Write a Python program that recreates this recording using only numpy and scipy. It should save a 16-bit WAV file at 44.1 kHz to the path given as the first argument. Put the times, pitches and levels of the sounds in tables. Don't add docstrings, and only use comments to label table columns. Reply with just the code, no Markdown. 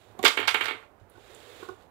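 import sys
import numpy as np
from scipy import signal
from scipy.fft import rfft, irfft
from scipy.io import wavfile
from scipy.ndimage import uniform_filter1d

SR = 44100
rng = np.random.default_rng(int(sys.argv[2]) if len(sys.argv) > 2 else 0)


def pcm_store(signal):
    levels = np.round(np.clip(np.atleast_2d(signal), -1, 1) * 32767)
    wavfile.write(sys.argv[1], SR, levels.astype(np.int16).T)


def convert_level_to_amplitude(level_db):
    exponent = np.asarray(level_db, float) / 20
    return 10 ** exponent


N = 83790
RISE_S = .0006

# t/s, clatter/dB, desk thud re clatter/dB, bright tick re clatter/dB, hardness/dB
BOUNCES = [(0.19, -47, -8, -3, -2.5), (0.228, -30.5, -9, -7.5, -4.5), (0.2386, -33, 12, -12, -11),
           (0.2459, -25, -15.5, -6.5, 0), (0.249, -20, -17, -15, 1), (.2535, -23.5, -19.5, -8, -8),
           (.260, -19.5, -14, -30, -1.5), (0.268, -30, -18, -19.5, 2.5), (0.278, -26, -15, -14.5, 9.5),
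           (0.3721, -26.5, -7.5, -13, -26), (0.391, -28.5, -2.5, -19.5, -28), (0.401, -34.5, -1, -15, -29),
           (0.4279, -38, -11, -24, -29.5), (0.4514, -38.5, -19.5, -29, -10), (0.474, -31, -13.5, -26, 3.5),
           (0.4771, -27.5, -35, -8.5, 1.5), (0.509, -41.5, -8.5, -35, 11.5), (0.543, -24, -8.5, -12, -30),
           (.6084, -26.5, -10, -17.5, -20), (.641, -37, -33, -14, 0), (0.656, -31.5, -13, -18.5, -3),
           (0.681, -31, -9, -18.5, -30), (0.708, -38, -0.5, -30, -27), (0.746, -40, -6, -49, -36)]
# t/s, level/dB, hardness/dB
STRIKES = [(.2458, 1, -6), (.2501, 12, -7), (.2535, 0, -5), (.3729, 3, -18), (.4011, -3.5, -18),
           (.4267, -6, -18), (.4741, -6.5, -3), (.4765, -5, -6), (.4777, 7.5, -4), (.5429, 7, -14),
           (.6086, 2.5, -15), (.6551, -5, -7), (.6811, -1.5, -18), (.7069, -7, -18)]
# f/Hz, density/dB
CLATTER = [(290, -41.5), (500, -8.5), (1000, -1.5), (1390, -4.5), (1700, 0), (2200, 3), (3820, -23),
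           (5000, -29), (6500, -50.5), (11000, -120)]
# f/Hz, density/dB
HARD = [(3000, -0.5), (3600, 2.8), (5000, -6.5), (6000, -12.5), (7000, -15)]


def bullets():
    # f/Hz, density/dB
    bright = [(5500, -7), (7200, 4), (8500, -2), (11000, -6), (13200, -2), (15000, -5), (15500, -9),
              (16000, -22)]
    # f/Hz, level/dB, T60/s
    desk = [(371.8, 4, 0.044), (438.6, 7, 0.081), (270.7, -5.5, 0.11), (528.5, -5, 0.082)]
    times, clatter, thud, tick, hardness = np.transpose(BOUNCES)
    shake = agitation(clatter, .007, -11, .015, stir_db=7.5)
    hard = agitation(clatter + hardness, .007, -6.5, .01, stir_db=-15.5)
    snap = agitation(clatter + tick, .0014, -17, .014, stir_db=-22)
    push = sum(convert_level_to_amplitude(db + 8.5) * blow(s, .00088) for s, db in zip(times, clatter + thud))

    body = panel() - clink() + firm_strikes(shake)
    body += convert_level_to_amplitude(-6.5) * through(shake * collisions(), colour(sloped(CLATTER)))
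    body += convert_level_to_amplitude(-5.5) * through(hard * collisions(), colour(sloped(HARD)))
    crackle = convert_level_to_amplitude(4.5) * through(snap * collisions(), colour(sloped(bright)))
    return without_lows(body + crackle + through(push, ring(desk)))


def firm_strikes(shake):
    # f/Hz, density/dB
    strike = [(290, -35), (480, -16), (660, -19), (920, -6), (1400, -3), (2300, -1), (3100, -1),
              (4200, -11), (5500, -26), (11000, -60)]
    # delay/ms, signed gain/1
    paths = [(.14, -.14), (1.29, .17), (2.24, -.08), (2.59, .36), (2.88, -.09), (3.74, -.08), (3.97, .28),
             (4.6, -.34), (5.76, .18), (6.58, -.14), (7.12, .12), (7.55, .09), (7.85, -.16), (8.21, .14),
             (8.62, -.12), (9.32, .11), (9.68, .15), (11.88, .26), (12.72, .1), (13.27, .14), (13.95, .12),
             (14.31, -.1), (15.46, .22), (16.3, .14), (17.1, -.08), (17.48, -.1), (18.91, -.11),
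             (19.52, .16), (21.66, .09), (22.63, -.1), (24.4, .08), (26.6, -.07), (27.3, .07), (29.8, .1),
             (33.6, .09), (34.6, -.07), (38.2, .07), (42, -.05)]
    blows = spikes([(s, convert_level_to_amplitude(db)) for s, db, _ in STRIKES])
    hard_blows = spikes([(s, convert_level_to_amplitude(db + hard_db)) for s, db, hard_db in STRIKES])
    firm = through(blows + convert_level_to_amplitude(-9) * shake * collisions(), colour(sloped(strike)))
    firm += through(hard_blows, colour(sloped(HARD)))
    reflections = spikes([(ms / 1000, gain) for ms, gain in paths])[:SR // 20]
    return through(firm, reflections)


def panel():
    # f/Hz, level/dB, T60/s
    panel_modes = [(928, 0, .05), (1215, -3, .05)]
    blows = spikes([(s + .002, convert_level_to_amplitude(db)) for s, db, _ in STRIKES])
    return convert_level_to_amplitude(-38) * through(blows, ring(panel_modes))


def clink():
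    metal = colour(sloped(CLATTER)) + .5 * colour(sloped(HARD))
    return through(spikes([(.2391, convert_level_to_amplitude(-9))]), metal)


def agitation(levels, fast_s, slow_db, slow_s, stir_db):
    # t/s, level/dB
    stir = [(.3, -70), (.36, -63), (.42, -49.5), (.52, -59.5), (.64, -40.5), (.71, -52.5), (.77, -62.5),
            (.84, -62), (.9, -92)]
    bursts = sum(convert_level_to_amplitude(db) * after(row[0], fast_s, slow_db, slow_s) for row, db in zip(BOUNCES, levels))
    started = np.arange(N) > stir[0][0] * SR
    return bursts + convert_level_to_amplitude(stir_db) * convert_level_to_amplitude(curve(stir)) * started


def collisions():
    clicks_per_s, spread_db, first_db = 6000, 2.2, 13
    size = convert_level_to_amplitude(spread_db * np.minimum(rng.exponential(1, N), 4)) * rng.choice([-1., 1.], N)
    train = evened(size * (rng.random(N) < clicks_per_s / SR))
    train[[round((row[0] + 2 * RISE_S) * SR) for row in BOUNCES]] = convert_level_to_amplitude(first_db)
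    return train


def without_lows(x):
    return signal.sosfilt(signal.butter(10, 255, "high", fs=SR, output="sos"), x)


def nudges():
    # t/s, level/dB, upper modes re level/dB, contact/s
    soft = [(0.148, -49, -33, 0.0056), (1.153, -57.5, -21.5, 0.0075), (1.173, -52.5, -14, 0.011),
            (1.627, -35.5, -7.5, 0.0054), (1.646, -60.5, 8, 0.007), (1.6862, -38, -4.5, 0.012),
            (1.71, -49.5, -28, 0.0156), (1.804, -67, 1.5, 0.015)]
    # f/Hz, level/dB
    hollow = [(374, 0), (470, -16), (265, -16)]
    # f/Hz, level/dB
    box = [(748, -6), (1091, 0), (1211, -7), (1465, -2), (900, -14)]
    # t/s, level/dB, f/Hz, contact/s
    taps_on_box = [(.775, -58, 740, .012), (.79, -58, 1090, .012), (.8, -59, 900, .01),
                   (.818, -57, 1394, .02), (.826, -60, 1120, .01), (.834, -59, 850, .014),
                   (1.153, -57, 1475, .01), (1.175, -56, 888, .012)]
    # f/Hz, level/dB
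    first_touch = [(220, -1.5), (380, 0), (750, 4), (1100, -1)]
    # t/s, level/dB
    bumps = [
        (0.248, -48.5),
        (1.013, -52.5),
        (1.167, -62.5),
    ]
    out = sum(convert_level_to_amplitude(db + 1.5) * (knock(s, contact, hollow) + convert_level_to_amplitude(up_db) * knock(s, contact, box))
              for s, db, up_db, contact in soft)
    out += sum(convert_level_to_amplitude(db) * knock(s, contact, [(hz, 0)]) for s, db, hz, contact in taps_on_box)
    out += convert_level_to_amplitude(-39) * knock(.191, .0091, first_touch)
    out += sum(convert_level_to_amplitude(db) * knock(s, .016, [(98, 3.0), (140, -12.5)]) for s, db in bumps)
    return out + film_puffs() + film_ticks()


def film_puffs():
    # t/s, level/dB
    puffs = [(.998, -68.5), (1.154, -69), (1.627, -76), (1.645, -64), (1.687, -52.5), (1.822, -65.5)]
    bursts = sum(convert_level_to_amplitude(db) * after(s, .0052) for s, db in puffs) * collisions()
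    return through(bursts, colour(lambda f: -8 * abs(np.log2((f + 1) / 3500))))


def film_ticks():
    # t/s, level/dB, f/Hz
    ticks = [
        (1.0992, -40.5, 10100),
        (1.349, -34.5, 7350),
    ]
    out = np.zeros(N)
    for s, db, hz in ticks:
        film = colour(lambda f: -22 * abs(np.log2((f + 1) / hz)) - 25 * np.maximum(np.log2(hz / (f + 1)), 0))
        out += convert_level_to_amplitude(db - 10) * through(after(s - .001, .0007, -10, .0074) * white(), film)
    return out


def drag():
    # t/s, level/dB
    pressure = [(0, -65), (.12, -69), (.3, -98), (.96, -97), (1.008, -74.5), (1.058, -87), (1.124, -71),
                (1.296, -59.5), (1.64, -55), (1.78, -70), (1.83, -67.5), (1.9, -86)]
    # f/Hz, density/dB
    scrape = [(120, -51), (200, -12.5), (440, 5.5), (933, -7.5), (1270, -4), (3690, -8), (5520, -18),
              (13600, -22.5), (16000, -22.5)]
    # f/Hz, width/Hz, height/dB
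    peaks = [
        (450, 200, 2),
        (3700, 700, 4),
        (7300, 1300, 7),
        (9900, 200, 7),
    ]

    def shape(hz):
        resonances = sum(db / (1 + (2 * (hz - f) / width) ** 2) for f, width, db in peaks)
        return sloped(scrape)(hz) + resonances

    return convert_level_to_amplitude(3 + curve(pressure)) * through(wavering(1, 300) * white(), colour(shape))


def knock(s, contact, modes):
    rise_s, let_go_s = .002, .0034
    u = np.maximum(np.arange(N) / SR - s, 0)
    shape = (1 - np.exp(-u / rise_s)) * np.exp(-np.maximum(u - contact, 0) / let_go_s)
    return shape * sum(convert_level_to_amplitude(db) * np.sin(2 * np.pi * hz * u) for hz, db in modes)


def room(x, build):
    # f/Hz, T60/s
    decay = [(100, 0.13), (400, 0.24), (1000, 0.3), (2500, 0.23), (5000, 0.24), (9000, 0.36), (12000, 0.23),
             (15000, 0.26)]
    taps = np.zeros(SR // 2)
    at = np.arange(100, SR // 2 - 20, 20)
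    taps[at + rng.integers(0, 20, len(at))] = rng.choice([-1., 1.], len(at))
    hz, t, z = signal.stft(taps, SR, nperseg=256)
    t60 = np.clip(read(decay, hz), .05, 1)[:, None]
    tail = signal.istft(z * convert_level_to_amplitude(-60 * t / t60), SR, nperseg=256)[1]
    tail = tail * np.minimum(np.arange(len(tail)) / SR / build, 1) ** 2
    return through(x, tail / np.linalg.norm(tail))


def floor():
    # f/Hz, density/dB
    tone = [(150, -7.5), (350, -1.5), (720, -1.5), (1340, -9.5), (3500, -27.5), (5500, -33.5), (8000, -35),
            (16000, -33)]
    # t/s, level/dB
    settle = [(0, -2.5), (.2, 10.5), (1.0, 2), (1.9, 4.5)]
    # f/Hz, density/dB
    low = [(15, -53), (25, -9.5), (70, -3), (91, -3), (150, -17), (200, -50), (330, -120)]
    hum_hz, hum_width_hz = 101.8, 11
    resonance = colour(lambda hz: -20 * np.log10(1 + (2 * (hz - hum_hz) / hum_width_hz) ** 2))
    hum = wavering(2.5, 1500) * evened(through(white(), resonance))
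    air = through(white(), colour(sloped(tone)))
    rumble = through(white(), colour(sloped(low)))
    return convert_level_to_amplitude(-64.5 + curve(settle)) * air + convert_level_to_amplitude(-70.5) * rumble + convert_level_to_amplitude(-66.5) * hum


def white():
    return rng.standard_normal(N)


def wavering(db, size):
    return convert_level_to_amplitude(db * evened(uniform_filter1d(white(), size=size)))


def evened(x):
    return x / np.sqrt(np.mean(x ** 2) + 1e-20)


def read(points, hz):
    f, value = np.transpose(points)
    return np.interp(np.log(hz + 1), np.log(f + 1), value)


def curve(points):
    return np.interp(np.arange(N) / SR, *np.transpose(points))


def colour(db_of_hz):
    hz = abs(np.fft.fftfreq(8192, 1 / SR))
    log = np.log(convert_level_to_amplitude(np.maximum(db_of_hz(hz), -100)))
    taps = np.fft.ifft(np.exp(log - 1j * signal.hilbert(log).imag)).real[:2048]
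    return taps / np.linalg.norm(taps)


def sloped(points):
    lo, hi = points[0][0], points[-1][0]

    def gain_db(hz):
        below = np.maximum(np.log2(lo / (hz + 1)), 0)
        above = np.maximum(np.log2((hz + 1) / hi), 0)
        return read(points, hz) - 24 * below - 12 * above

    return gain_db


def ring(modes):
    t = np.arange(6000) / SR
    x = sum(convert_level_to_amplitude(db - 60 * t / np.clip(t60, .01, .09)) * np.sin(2 * np.pi * hz * t) for hz, db, t60 in modes)
    return x / abs(x).max()


def through(x, taps):
    return signal.oaconvolve(x, taps)[:N]


def after(s, fast, slow_db=-99, slow=1):
    u = np.maximum(np.arange(N) / SR - s, 0)
    return (1 - np.exp(-u / RISE_S)) * (np.exp(-u / fast) + convert_level_to_amplitude(slow_db) * np.exp(-u / slow))


def blow(s, width):
    t = np.arange(N) / SR - s
    return (t > 0) * (t < width) * np.sin(np.pi * t / width) / (width * SR) * np.pi / 2


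def spikes(points):
    x = np.zeros(N)
    for s, size in points:
        x[round(s * SR)] += size
    return x


def scene():
    # f/Hz, coherence/1
    likeness = [(60, .7), (130, .65), (330, .92), (640, .4), (1400, .2), (3100, .05), (15000, 0)]
    # f/Hz, left re right/dB
    cover = [(60, -20.5), (110, -19.5), (200, -24), (380, -14), (700, -17.5), (1290, -19.5), (2380, -20.5),
             (4400, -18), (8120, -25.5), (15000, -33)]
    hits = bullets() + nudges()
    right = hits + convert_level_to_amplitude(-8.5) * room(hits, .015) + drag() + floor()
    other = convert_level_to_amplitude(1) * room(hits, .002) + drag() + floor()
    hz = np.fft.rfftfreq(N, 1 / SR)
    same = np.clip(read(likeness, hz), 0, 1)
    mixed = same * rfft(right) + np.sqrt(1 - same ** 2) * rfft(other)
    left = irfft(convert_level_to_amplitude(read(cover, hz)) * mixed, N)
    return convert_level_to_amplitude(6) * np.array([left, right])


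def band_limit(x):
    return signal.sosfilt(signal.butter(12, 16500, fs=SR, output="sos"), x)


def record(dry):
    x = signal.oaconvolve(dry, signal.firwin(255, 15700, fs=SR)[None], "same")
    x = x / (1 + (abs(x) / .93) ** 6) ** (1 / 6)
    return band_limit(x)


dry = scene()
out = record(dry)
pcm_store(out)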